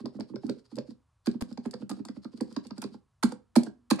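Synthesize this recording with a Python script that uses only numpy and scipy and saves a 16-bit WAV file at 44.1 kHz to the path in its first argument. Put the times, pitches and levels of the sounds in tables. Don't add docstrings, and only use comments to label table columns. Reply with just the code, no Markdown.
import sys
import numpy as np
from scipy import signal
from scipy.fft import rfft, irfft
from scipy.io import wavfile

SR = 44100
rng = np.random.default_rng(int(sys.argv[2]) if len(sys.argv) > 2 else 0)


def unload_wav(signal):
    wavfile.write(
        sys.argv[1],
        SR,
        np.round(np.clip(np.atleast_2d(signal).T, -1, 1) * 32767).astype(np.int16),
    )


N = 176400
SIZE, LEAD = 32768, 2048
HZ = np.maximum(np.arange(SIZE // 2 + 1) * SR / SIZE, 1)
AGE_S, TIME_S = np.arange(SIZE) / SR, np.arange(N) / SR

# start_s, level_db, hardness_db
BAR_RETURNS = [(.001, -34.5, -1.5), (0.147, -29, -20), (.162, -34.5, -15.5), (.297, -33.5, -13.5),
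               (0.313, -30.5, -32), (0.436, -25.5, -11.5), (0.458, -31, -17), (0.478, -27.5, -21),
               (0.564, -40.5, -25), (0.719, -36, -12.5), (0.736, -31.5, -24.5), (.881, -35, -15.5),
               (0.907, -39, -11.5), (1.345, -26, -15.5), (1.482, -39, -42), (1.511, -29.5, -10.5),
               (1.6562, -23.5, -2.5), (1.798, -36, -24), (1.821, -23.5, -15.5), (1.971, -35.5, -12),
               (1.994, -26, -14), (2.166, -29, -11.5), (2.335, -34, -13), (2.378, -41.5, -9),
               (2.48, -42, -16), (2.514, -36, -6.5), (2.655, -36.5, -4), (2.777, -28.5, -8.5),
               (2.913, -36.5, -29), (2.942, -35.5, -7), (3.320, -29, 0), (3.668, -28.5, -1),
               (3.991, -39.5, 24)]


def bar_knocks():
    # start_s, level_db, hardness_db, hollow_db, pitch_hz
    landings = [(0.036, -29.5, -56, 16, 245), (0.057, -34, 0.5, 12, 228), (0.188, -26.5, -19.5, 11, 243.3),
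                (0.207, -32.5, 1.5, 14, 237), (.338, -28, -20.5, 9, 258), (0.361, -37, -2, 18, 230),
                (.494, -25, -3, 10, 244), (0.767, -33, -17, 20, 243.5), (.781, -31, -0.5, 16, 249),
                (1.2698, -15.5, -6, 2.5, 237.6), (1.412, -24, -1.5, 2, 224), (1.576, -28.5, -6.5, 1.5, 217),
                (1.738, -30.5, 3, 8, 228), (1.896, -28.5, -2, -2, 241), (1.911, -23, -5.5, -1.5, 236),
                (2.052, -35, 0, -7, 252), (2.088, -29, 0, -1.5, 228), (2.248, -30, -6.5, 5, 238),
                (2.408, -22.5, -5.5, 5, 241), (2.564, -26, 0.5, 4.5, 232), (2.708, -27, -4, 1.5, 225.5),
                (2.823, -36, 10.5, 2.5, 242), (2.842, -26.5, -6.5, 7.5, 231), (3.2307, -29, 18.5, -5, 240),
                (3.234, -10.5, -1, -2, 235.2), (3.5612, -9, -1, 1.5, 242.8), (3.9098, -10.5, 3, 0.5, 243)]
    out = np.zeros((2, N))
    for start_s, level_db, hardness_db, hollow_db, pitch_hz in landings:
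        thock = impact(desk_response(pitch_hz), level_db + 3, hardness_db, hollow_db, hard_hz=600)
        add(out, start_s - LEAD / SR, thock)
    desk = desk_response(pitch_hz=238)
    for start_s, level_db, hardness_db in BAR_RETURNS:
        thock = impact(desk, level_db + 2.5, hardness_db, hollow_db=6, hard_hz=435)
        add(out, start_s - LEAD / SR, thock)
    return out


def desk_response(pitch_hz):
    # frequency_hz, level_db
    wave_spectrum = [(20, -70), (60, -38), (95, -33), (140, -20), (205, -0.5), (245, -2.5), (315, -2),
                     (385, -23.5), (490, -23), (650, -24), (1000, -22.5), (1550, -24), (1850, -36.5),
                     (3500, -49.5), (7000, -63.5), (14000, -100)]
    # frequency_hz, balance_db
    balance = [(100, -6), (220, -7), (330, -11), (600, -9), (1100, 0), (2500, -20.5)]
    # pitch_hz, level_db, t60_s
    modes = [(125, -25.5, 0.5), (236, -10, .16), (311.3, -19.5, 0.12), (390.1, -11.5, 0.14),
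             (490, -22.5, 0.1), (781, -21.5, 0.06), (1577, -20, 0.026)]
    reference_hz, stiff_hz = 240.64, 1993
    echo_s, echo_db, echo_cut_hz = 0.008327, [5.5, -39], 390
    delay_s = 0.014 * np.maximum(np.sqrt(reference_hz / HZ) - np.sqrt(reference_hz / stiff_hz), 0)
    travel = np.exp(-2j * np.pi * (np.cumsum(delay_s) * SR / SIZE + HZ * LEAD / SR))
    echo = from_db(echo_db)[:, None] * np.exp(-2j * np.pi * HZ * echo_s) * lowpass(echo_cut_hz)
    ringing = sum(from_db(level_db) / (1 + 1j * (HZ / hz - hz / HZ) * np.pi * hz * t60_s / np.log(1000))
                  for hz, level_db, t60_s in modes)
    wave = minimum_phase(at_hz(wave_spectrum, HZ * reference_hz / pitch_hz))
    response = travel * panned(at_hz(balance, HZ)) * (wave * (1 + echo) + ringing)
    return response / np.abs(irfft(response)).max()


def impact(desk, level_db, hardness_db, hollow_db, hard_hz):
    cavity_hz, boom_hz, ripple_db = 480, 120.5, 4
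    treble = 0.5 + 0.5 * np.tanh(2 * np.log(HZ / hard_hz))
    cavity = np.exp(-(np.log2(HZ / cavity_hz) / 0.66) ** 2)
    boom_db = (1.3 * hollow_db - 8.5) * np.exp(-(np.log2(HZ / boom_hz) / 0.3) ** 2)
    force = from_db(level_db + hardness_db * treble + hollow_db * cavity + boom_db)
    knots_hz = np.geomspace(200, 3000, 16)
    ripple = np.interp(HZ, knots_hz, rng.standard_normal(len(knots_hz)) * (knots_hz > 230))
    cushion = lowpass(4500)
    return irfft(desk * chatter() * cushion * minimum_phase(ripple_db * ripple) * force)


def chatter(touches=12, spread_s=0.0105, crossover_hz=493):
    touch_s = rng.uniform(-0.3918, 0.5095, touches) * spread_s
    scatter = rng.standard_normal(touches) @ np.exp(-2j * np.pi * touch_s[:, None] * HZ)
    scatter /= np.sqrt(np.mean(np.abs(scatter[(HZ > 600) & (HZ < 1800)]) ** 2))
    share = 1 / (1 + (crossover_hz / HZ) ** 4) ** 2
    return np.sqrt(1 - share) + np.sqrt(share) * scatter


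def case_knocks(swell_s=0.0043):
    # start_s, level_db, pitch_hz
    knocks = [(0.4985, -36.5, 567), (0.788, -35.5, 418), (1.273, -30, 481), (2.414, -33, 485),
              (2.843, -37.5, 407)]
    out = np.zeros((2, N))
    swell = (AGE_S / swell_s * np.exp(1 - AGE_S / swell_s)) ** 2
    for start_s, level_db, pitch_hz in knocks:
        tone = swell * np.sin(2 * np.pi * pitch_hz * AGE_S)
        add(out, start_s, from_db(level_db) * panned(-1.5) * tone)
    return out


def wire_ticks():
    # start_s, ring_db, snap_db, ring_balance_db
    taps = [(0.0567, -37, -59.5, 8), (0.198, -52, -56.5, 1), (0.2065, -37, -64, 1), (0.3578, -41, -73, 7),
            (0.4655, -49, -58.5, 3), (0.4952, -33.5, -51.5, -4), (0.7558, -46.5, -55, 12),
            (0.766, -48, -58, 9), (0.7852, -36, -60, 2), (0.9063, -52.5, -73, 1), (1.269, -31.5, -49, 20),
            (1.3138, -43.5, -63, -4), (1.411, -39.5, -47.5, 21), (1.514, -57, -69, 7),
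            (1.5266, -48.5, -61, -1), (1.5746, -41, -66, 7), (1.658, -49.5, -57, 12), (1.71, -42, -49.5, 1),
            (1.738, -35.5, -59, 2), (1.8936, -42, -43.5, 5), (1.914, -38.5, -56, 5), (2.051, -41.5, -48, 9),
            (2.0853, -41, -61, 15), (2.245, -44, -65, 1), (2.3744, -51, -64, 3), (2.4081, -36, -46, 4),
            (2.5257, -51.5, -59, 3), (2.5638, -32, -55.5, 5), (2.648, -53, -76, 15), (2.668, -47, -56, -6),
            (2.707, -40, -81, 15), (2.78, -41.5, -53, 5), (2.819, -42, -43.5, 17), (2.839, -34.5, -59, 3),
            (3.2341, -24.5, -33, 32), (3.291, -52, -56, 3), (3.3205, -45, -49, -1),
            (3.5615, -21.5, -33.5, 7), (3.6335, -39, -43.5, 5), (3.664, -54, -60, 16),
            (3.9091, -20.5, -30, 8), (3.959, -55, -51.5, -20), (3.9944, -34, -64, 15)]
    # frequency_hz, level_db
    ring_spectrum = [(200, -40), (1000, -20), (2000, -15), (3300, -17), (3950, -6), (4400, -1), (4750, 0),
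                     (5150, -3), (5700, -15), (9000, -30), (16000, -55)]
    # frequency_hz, level_db
    snap_spectrum = [(200, -44), (3000, -12.5), (5800, -7.5), (8200, 0), (10000, -7), (12000, -19),
                     (16000, -29.5)]
    ring_response, snap_response = impulse_response(ring_spectrum), impulse_response(snap_spectrum)
    out = np.zeros((2, N))
    for start_s, ring_db, snap_db, balance_db in taps:
        ring = from_db(ring_db - 29) * burst(ring_response, fall_s=0.0015, correlation=0.12)
        snap = from_db(snap_db - 22.5) * burst(snap_response, fall_s=0.0022, correlation=0.34)
        add(out, start_s, np.sqrt(SR) * (panned(balance_db) * ring + snap))
    return out


def bar_rattles():
    # start_s, length_s, level_db
    runs = [(1.259, 0.0035, -44.5), (1.409, 0.0042, -42), (1.896, 0.0066, -46.5), (2.817, 0.0037, -41.5),
            (3.2271, 0.011, -33), (3.555, 0.012, -31.5), (3.9019, 0.0045, -28.5), (3.990, 0.0087, -49)]
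    # frequency_hz, level_db
    spectrum = [(40, -39), (250, -16), (700, -4.5), (1150, 8), (1600, 10), (2100, -9), (3300, 3.5),
                (4700, 8), (6000, -2), (9500, 2), (12000, -4.5), (16000, -29.5)]
    # frequency_hz, balance_db
    balance = [(1000, -5.5), (2500, -9.5), (4600, -15), (6500, 3)]
    envelope, fall_s = np.zeros(N), 0.0068
    for start_s, length_s, level_db in runs:
        decay = np.exp(-np.maximum(TIME_S - start_s - length_s, 0) / fall_s)
        envelope += from_db(level_db) * (TIME_S >= start_s) * decay
    rattle = coloured(envelope * grains(correlation=0.19), spectrum)
    return irfft(rfft(rattle) * panned(at_hz(balance, np.fft.rfftfreq(N, 1 / SR) + 1)))


def stem_rubbing():
    # centre_s, level_db
    shifts = [(0.591, -64), (0.657, -65), (1.495, -63.5), (1.262, -67.5), (1.812, -65), (2.235, -62),
              (2.546, -63)]
    # frequency_hz, level_db
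    spectrum = [(40, -35), (300, -10), (1200, -2), (2300, -11), (3600, -6), (4500, 4), (5100, 1),
                (5900, -10), (9500, -12), (12000, -26), (16000, -40)]
    lead_s, rise_width_s, shift_width_s = 0.0021, 0.012, 0.0087
    power = np.zeros(N)
    for start_s, _, hardness_db in BAR_RETURNS:
        if hardness_db < 1:
            swell = np.exp(-((TIME_S - start_s + lead_s) / rise_width_s) ** 2)
            power += from_db(0.6 * hardness_db - 57.5) ** 2 * swell
    for centre_s, level_db in shifts:
        power += from_db(level_db) ** 2 * np.exp(-((TIME_S - centre_s) / shift_width_s) ** 2)
    return coloured(np.sqrt(power) * grains(correlation=0.64), spectrum)


def pop(start_s=1.4232, level_db=-18, fall_s=0.0014):
    out = np.zeros((2, N))
    add(out, start_s, from_db(level_db) * np.exp(-AGE_S / fall_s) * np.array([[1], [0]]))
    return out


def room(sound, onset_s=0.00067):
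    # frequency_hz, level_db
    spectrum = [(25, -35.5), (60, -0.5), (130, 1.5), (240, -12.5), (500, -8), (1200, -8.5), (2500, -6),
                (4700, -8.5), (9500, -7.5), (12000, -14), (16000, -37)]
    # frequency_hz, t60_s
    decay_times = [(100, 0.12), (300, 0.31), (1000, 0.26), (4500, 0.21), (10000, 0.15), (16000, .14)]
    centres_hz = np.geomspace(60, 16000, 12)
    white, tail = rfft(stereo_noise(correlation=0.6, size=SIZE)), 0
    for hz, share in zip(centres_hz, np.eye(len(centres_hz))):
        band = irfft(white * np.interp(np.log(HZ), np.log(centres_hz), share))
        envelope = from_db(-60 * AGE_S / at_hz(decay_times, hz)) * (1 - np.exp(-(AGE_S / onset_s) ** 2))
        tail = tail + band * envelope / np.linalg.norm(envelope)
    tail = irfft(rfft(tail) * minimum_phase(at_hz(spectrum, HZ)))
    return signal.fftconvolve(sound, tail, axes=1)[:, :N]


def background(level_db=-71.5):
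    # frequency_hz, level_db
    spectrum = [(20, -26), (60, 2.5), (125, 3), (200, -21), (500, -23.5), (1100, -15.5), (2000, -28.5),
                (5000, -32), (10000, -33.5), (13000, -49.5), (16000, -65.5)]
    return from_db(level_db) * coloured(stereo_noise(correlation=1, size=N), spectrum)


def burst(response, fall_s, correlation, rise_s=0.0012, size=2048):
    envelope = np.exp(-AGE_S[:size] / fall_s) * (1 - np.exp(-AGE_S[:size] / rise_s))
    sound = signal.fftconvolve(stereo_noise(correlation, size) * envelope, response[None, :size], axes=1)
    return sound / np.linalg.norm(sound, axis=1, keepdims=True)


def grains(correlation, depth_db=4):
    noise = stereo_noise(correlation, N)
    knots = np.arange(0, N, 32)
    noise *= from_db(depth_db * np.interp(np.arange(N), knots, rng.standard_normal(len(knots))))
    return noise / noise.std()


def stereo_noise(correlation, size):
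    mid, side = rng.standard_normal((2, size))
    mid, side = np.sqrt(1 + correlation) * mid, np.sqrt(1 - correlation) * side
    return np.array([mid + side, mid - side]) / np.sqrt(2)


def coloured(sound, spectrum):
    response = impulse_response(spectrum)
    return signal.fftconvolve(sound, response[None] / np.linalg.norm(response), axes=1)[:, :N]


def impulse_response(spectrum):
    return irfft(minimum_phase(at_hz(spectrum, HZ)))


def minimum_phase(level_db):
    cepstrum = irfft(np.log(from_db(level_db)))
    cepstrum[1:SIZE // 2] *= 2
    cepstrum[SIZE // 2 + 1:] = 0
    return np.exp(rfft(cepstrum))


def lowpass(corner_hz):
    return 1 / (1 + (HZ / corner_hz) ** 4)


def panned(balance_db):
    gains = np.vstack([from_db(balance_db / 2), from_db(-balance_db / 2)])
    return gains / np.sqrt(np.mean(gains ** 2, axis=0))


def at_hz(table, hz):
    frequency_hz, values = np.array(table).T
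    return np.interp(np.log(hz), np.log(frequency_hz), values)


def from_db(db):
    return 10 ** (np.asarray(db) / 20)


def add(out, start_s, sound):
    start = int(round(start_s * SR))
    first, last = max(start, 0), min(start + sound.shape[1], N)
    out[:, first:last] += sound[:, first - start:last - start]


def scene():
    keyboard = bar_knocks() + case_knocks() + wire_ticks() + bar_rattles() + stem_rubbing()
    rumble = background()
    return keyboard + room(keyboard) + pop() + rumble


def record(dry):
    # frequency_hz, gain_db
    mid_spectrum = [(20, 0), (10000, -1.5), (13000, -4), (16000, -13)]
    # frequency_hz, gain_db
    side_spectrum = [(9500, -1.5), (12500, 12.5)]
    left, right = dry
    mid = signal.fftconvolve((left + 0.91 * right) / 2, impulse_response(mid_spectrum))[:N]
    side = signal.fftconvolve((left - 1.015 * right) / 2, impulse_response(side_spectrum))[:N]
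    steep_cut = signal.ellip(10, 0.2, 80, 16000, fs=SR, output="sos")
    return signal.sosfilt(steep_cut, np.array([mid + side, mid - side]))


dry = scene()
out = record(dry)
unload_wav(out)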